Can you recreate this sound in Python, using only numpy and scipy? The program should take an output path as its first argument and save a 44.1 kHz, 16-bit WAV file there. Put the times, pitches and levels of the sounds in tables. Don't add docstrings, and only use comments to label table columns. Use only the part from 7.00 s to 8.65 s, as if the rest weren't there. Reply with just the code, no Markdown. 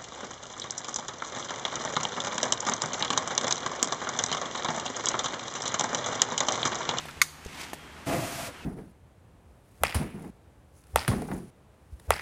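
import sys
import numpy as np
from scipy import signal
from scipy.fft import irfft
from scipy.io import wavfile
from scipy.ndimage import uniform_filter1d

SR = 44100
rng = np.random.default_rng(int(sys.argv[2]) if len(sys.argv) > 2 else 0)


def transcribe(signal):
    frames = np.atleast_2d(signal).T
    limited = np.clip(frames, -1, 1)
    pcm = np.round(limited * 32767).astype(np.int16)
    wavfile.write(sys.argv[1], SR, pcm)


N = 72765


def undb(db):
    return 10 ** (np.asarray(db) / 20)


def clock():
    return np.arange(N) / SR


def noise(points, peaks=()):
    hz = np.arange(N // 2 + 1) * SR / N
    point_hz, point_db = np.array(points).T
    curve = np.interp(np.log(hz + 1), np.log(point_hz), point_db)
    for centre, width, boost in peaks:
        curve = curve + boost * np.exp(-2 * ((hz - centre) / width) ** 2)
    y = irfft(np.exp(2j * np.pi * rng.random(len(hz))) * undb(curve), N)
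    return y / y.std()


def walk(rate):
    size = max(int(SR / rate), 2)
    steps = np.repeat(rng.standard_normal(N // size + 1), size)
    y = uniform_filter1d(steps, size)[:N]
    return y / y.std()


def decay(start, t60):
    age = clock() - start
    return (age >= 0) * np.exp(-np.log(1000) * np.maximum(age, 0) / t60)


def ring(start, modes):
    age = clock() - start
    return sum(undb(db) * decay(start, t60) * np.sin(2 * np.pi * hz * age) for hz, db, t60 in modes)


# (f/Hz, level/dB)
AIR_SPECTRUM = [(25, -12), (70, 0.5), (120, -4.5), (250, -1.5), (500, -8), (900, -6), (1700, -7),
                (3000, -12.5), (4500, -19), (8000, -23), (12000, -30.5), (15000, -37)]
# (f/Hz, level/dB, fade/(dB/s))
HUM_PARTIALS = [(77, -58.5, 0.5), (152.5, -53, 11.5)]
def forest(air_db=-47.5, rise_db_per_s=1.5, hum_waver=0.032):
    t = clock()
    air = undb(air_db + rise_db_per_s * (t - t.mean()) + .5 * walk(12.54)) * noise(AIR_SPECTRUM)
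    drifting_t = t + np.cumsum(hum_waver * walk(30.3)) / SR
    hum = sum(undb(db - fade * t + 2 * walk(15.1)) * np.sqrt(2) * np.sin(2 * np.pi * hz * drifting_t)
              for hz, db, fade in HUM_PARTIALS)
    return air + hum


# (t/s, length/s, start f/Hz, end f/Hz, level/dB, waver/share of pitch)
WHISTLES = [(0.714, 0.28, 3300, 3170, -58.5, .016), (1.55, 0.13, 3180, 2350, -54, .035)]
def birds():
    out = 0
    for start, length, start_hz, end_hz, db, waver in WHISTLES:
        along = np.clip((clock() - start) / length, 0, 1)
        hz = (start_hz + (end_hz - start_hz) * along) * (1 + waver * walk(300))
        envelope = undb(db + 2 * walk(49)) * np.sqrt(np.abs(np.sin(np.pi * along)))
        out = out + envelope * np.sin(2 * np.pi * np.cumsum(hz) / SR)
    return out


# (f/Hz, level/dB)
TAIL_SPECTRUM = [(100, -5), (1000, -12), (2200, -12), (4000, 1), (6700, 0), (9500, 4), (15000, 2)]
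def trees(direct, tail_db=-14.3):
    tail = noise(TAIL_SPECTRUM) * decay(0.0039, t60=.52)
    return undb(tail_db) * signal.fftconvolve(direct, tail / np.sqrt(np.sum(tail ** 2)))[:N]


# (t/s, level/dB)
KNOCK_HITS = [(0.055, -33.5), (0.7329, -22)]
# (f/Hz, level/dB, t60/s)
BODY_MODES = [(328, -10, .02), (540, -10, 0.0092), (763, 0, .011), (1030, -6, 0.0086), (1786, -8.5, 0.016),
              (2760, -11, .012)]
# (f/Hz, level/dB)
KNOCK_SPECTRUM = [(60, -25), (300, -2), (750, 7), (1400, -3), (2200, 2), (4500, -3.5), (9500, -2),
                  (15000, -9)]
def knocks(splash_db=-13, low_cut_hz=232):
    out = 0
    for start, db in KNOCK_HITS:
        splash = undb(splash_db) * decay(start, t60=0.061) * noise(KNOCK_SPECTRUM)
        out = out + undb(db) * (ring(start, BODY_MODES) + splash)
    return signal.sosfilt(signal.butter(2, low_cut_hz, "high", fs=SR, output="sos"), out)


# (t/s, level/dB, centre f/Hz, t60/s)
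TICK_HITS = [(0.058, -46.5, 2960, .03), (0.0853, -35, 2070, .02), (0.0902, -37, 1550, 0.058),
             (0.111, -40.5, 4030, .012), (0.449, -42.5, 7160, 0.036), (0.4647, -39.5, 5450, 0.022),
             (0.6137, -38.5, 5650, 0.061), (0.638, -42, 4540, 0.051), (0.649, -40, 2300, .025),
             (0.699, -44.5, 4560, 0.045)]
# (t/s, level/dB)
BUMP_HITS = [(0.172, -45), (0.4612, -33.5)]
# (f/Hz, level/dB, t60/s)
BUMP_BODY = [(71.5, 3, 0.065), (201, 1, 0.029), (430, 4.5, 0.026)]
# (peak t/s, level/dB, rise/s, fall/s)
RUSTLE_SWELLS = [(0.0, -45.5, .02, 0.17), (0.615, -40.5, 0.1, 0.061)]
# (f/Hz, level/dB)
RUSTLE_SPECTRUM = [(60, -22), (160, -2.5), (290, 1.5), (550, -11), (900, 2), (1400, -3.5), (2200, 1),
                   (4000, -5.5), (8000, -10), (15000, -23)]
def handling(grain_db=1.5):
    t = clock()
    ticks = sum(undb(db) * decay(start, t60) * noise([(hz / 4, -14), (hz, 0), (hz * 4, -28)])
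                for start, db, hz, t60 in TICK_HITS)
    bumps = sum(undb(db) * ring(start, BUMP_BODY) for start, db in BUMP_HITS)
    swell = sum(undb(db) * np.exp(-np.abs((t - peak) / np.where(t < peak, rise, fall)) ** 1.02)
                for peak, db, rise, fall in RUSTLE_SWELLS)
    rustle = swell * undb(grain_db * walk(400)) * noise(RUSTLE_SPECTRUM)
    return ticks + bumps + rustle


# (t/s, level/dB)
SNAP_CONTACTS = [(0.2161, -7), (0.2185, 2.5), (0.2214, -14)]
# (f/Hz, level/dB, t60/s)
PART_MODES = [(1186, -17, 0.038), (1494, -15.5, 0.027), (2010, -9, 0.023), (2164, -3, .025),
              (3700, -18, 0.033), (4090, -18, 0.018), (4550, -14.5, 0.023), (5220, -15.5, .018),
              (5960, -24, 0.027), (6250, -18, .018), (6624, -15, 0.021), (7700, -28, .02),
              (8200, -27, 0.018)]
# (f/Hz, level/dB)
CRACK_SPECTRUM = [(100, -18), (950, -1), (1200, 0.5), (2200, 1), (3000, -2.5), (4300, 0), (6700, 3),
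                  (9500, -4), (15000, -11.5)]
def snap(start_s=.2164, ring_db=-2.5, chatter_db=-14.5, splash_db=-22.5, thud_db=-34, low_cut_hz=1059):
    chatter = undb(chatter_db) * sum(undb(db) * decay(s, t60=0.011) for s, db in SNAP_CONTACTS)
    splash = undb(splash_db) * decay(start_s, t60=0.096)
    crack = (chatter + splash) * noise(CRACK_SPECTRUM)
    ringing = undb(ring_db) * ring(start_s, PART_MODES)
    thud = undb(thud_db) * ring(start_s, BODY_MODES)
    low_cut = signal.ellip(5, 1, 30, low_cut_hz, "high", fs=SR, output="sos")
    return signal.sosfilt(low_cut, ringing + crack) + thud


# (f/Hz, level/dB)
HISS_SPECTRUM = [(300, -11), (900, 2.5), (2300, 4.5), (3500, 0.5), (6500, 0.5), (10000, -1.5), (15000, -10)]
FLARE_SPECTRUM = [(30, -18), (70, -9), (120, -3), (200, -1), (350, 2.5), (450, -2), (700, -0.5),
                  (950, -7.5), (1600, -13.5), (2700, -15.5), (4500, -32.5), (12000, -33)]
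BILLOW_SPECTRUM = [(40, -35), (85, -14), (130, 1.5), (170, -2), (260, -20), (600, -28), (2000, -44)]
ROAR_SPECTRUM = [(30, -7), (70, -16), (120, -1.5), (230, -1.5), (420, -13.5), (660, 1), (850, -5),
                 (1300, -9), (2500, -12), (8000, -32)]
SNUFF_SPECTRUM = [(40, -21), (140, 2.5), (280, -6), (520, -2), (700, -10), (1200, -21), (4000, -36)]
# (f/Hz, width/Hz, level/dB)
PATH_PEAKS = [(131, 36, 5.5), (281, 24, 7), (372, 24, 4), (451, 26, -12), (515, 26, 5), (683, 44, 10),
              (765, 27, -8), (830, 62, 2), (890, 44, -8), (1203, 70, 4.5), (1500, 58, -16)]
def torch(open_s=1.054, ignite_s=1.063, settle_s=1.13, billow_s=1.176, close_s=1.47, snuff_s=1.488):
    t = clock()
    shutting = np.clip(1 - (t - close_s) / 0.038, 0, 1)
    valve = np.clip((t - open_s) / 0.021, 0, 1) * shutting
    alight = np.clip((t - ignite_s) / .018, 0, 1) * shutting
    hiss = undb(-40 + .6 * walk(78.7)) * noise(HISS_SPECTRUM)
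    fade_db = 90 * np.maximum(t - settle_s, 0)
    flare = undb(-26.5 - fade_db + 1.4 * walk(130)) * noise(FLARE_SPECTRUM, PATH_PEAKS)
    billow = undb(-31) * np.exp(-np.abs(t - billow_s) / .055) * noise(BILLOW_SPECTRUM)
    snuff = undb(-38) * np.exp(-((t - snuff_s) / 0.018) ** 2) * noise(SNUFF_SPECTRUM, PATH_PEAKS)
    roar = undb(-40.5 + 2 * walk(90)) * noise(ROAR_SPECTRUM, PATH_PEAKS)
    return valve * hiss + alight * (flare + billow + roar) + snuff


def scene():
    direct = snap() + knocks() + handling() + torch() + birds()
    return (direct + trees(direct) + forest())[None]


def record(dry, threshold_db=-14, duck_share=0.24, attack_s=0.037, recover_db_per_s=9.5, top_hz=15100):
    recovery_db = recover_db_per_s * clock()
    wanted_cut_db = duck_share * np.maximum(20 * np.log10(np.abs(dry) + 1e-9) - threshold_db, 0)
    held_cut_db = np.maximum.accumulate(wanted_cut_db + recovery_db, axis=-1) - recovery_db
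    pole = np.exp(-1 / (attack_s * SR))
    ducked = dry * undb(-signal.lfilter([1 - pole], [1, -pole], held_cut_db))
    top_cut = signal.ellip(8, .2, 70, top_hz, fs=SR, output="sos")
    return signal.sosfilt(top_cut, np.clip(ducked, -.8, .8))


dry = scene()
out = record(dry)
transcribe(out)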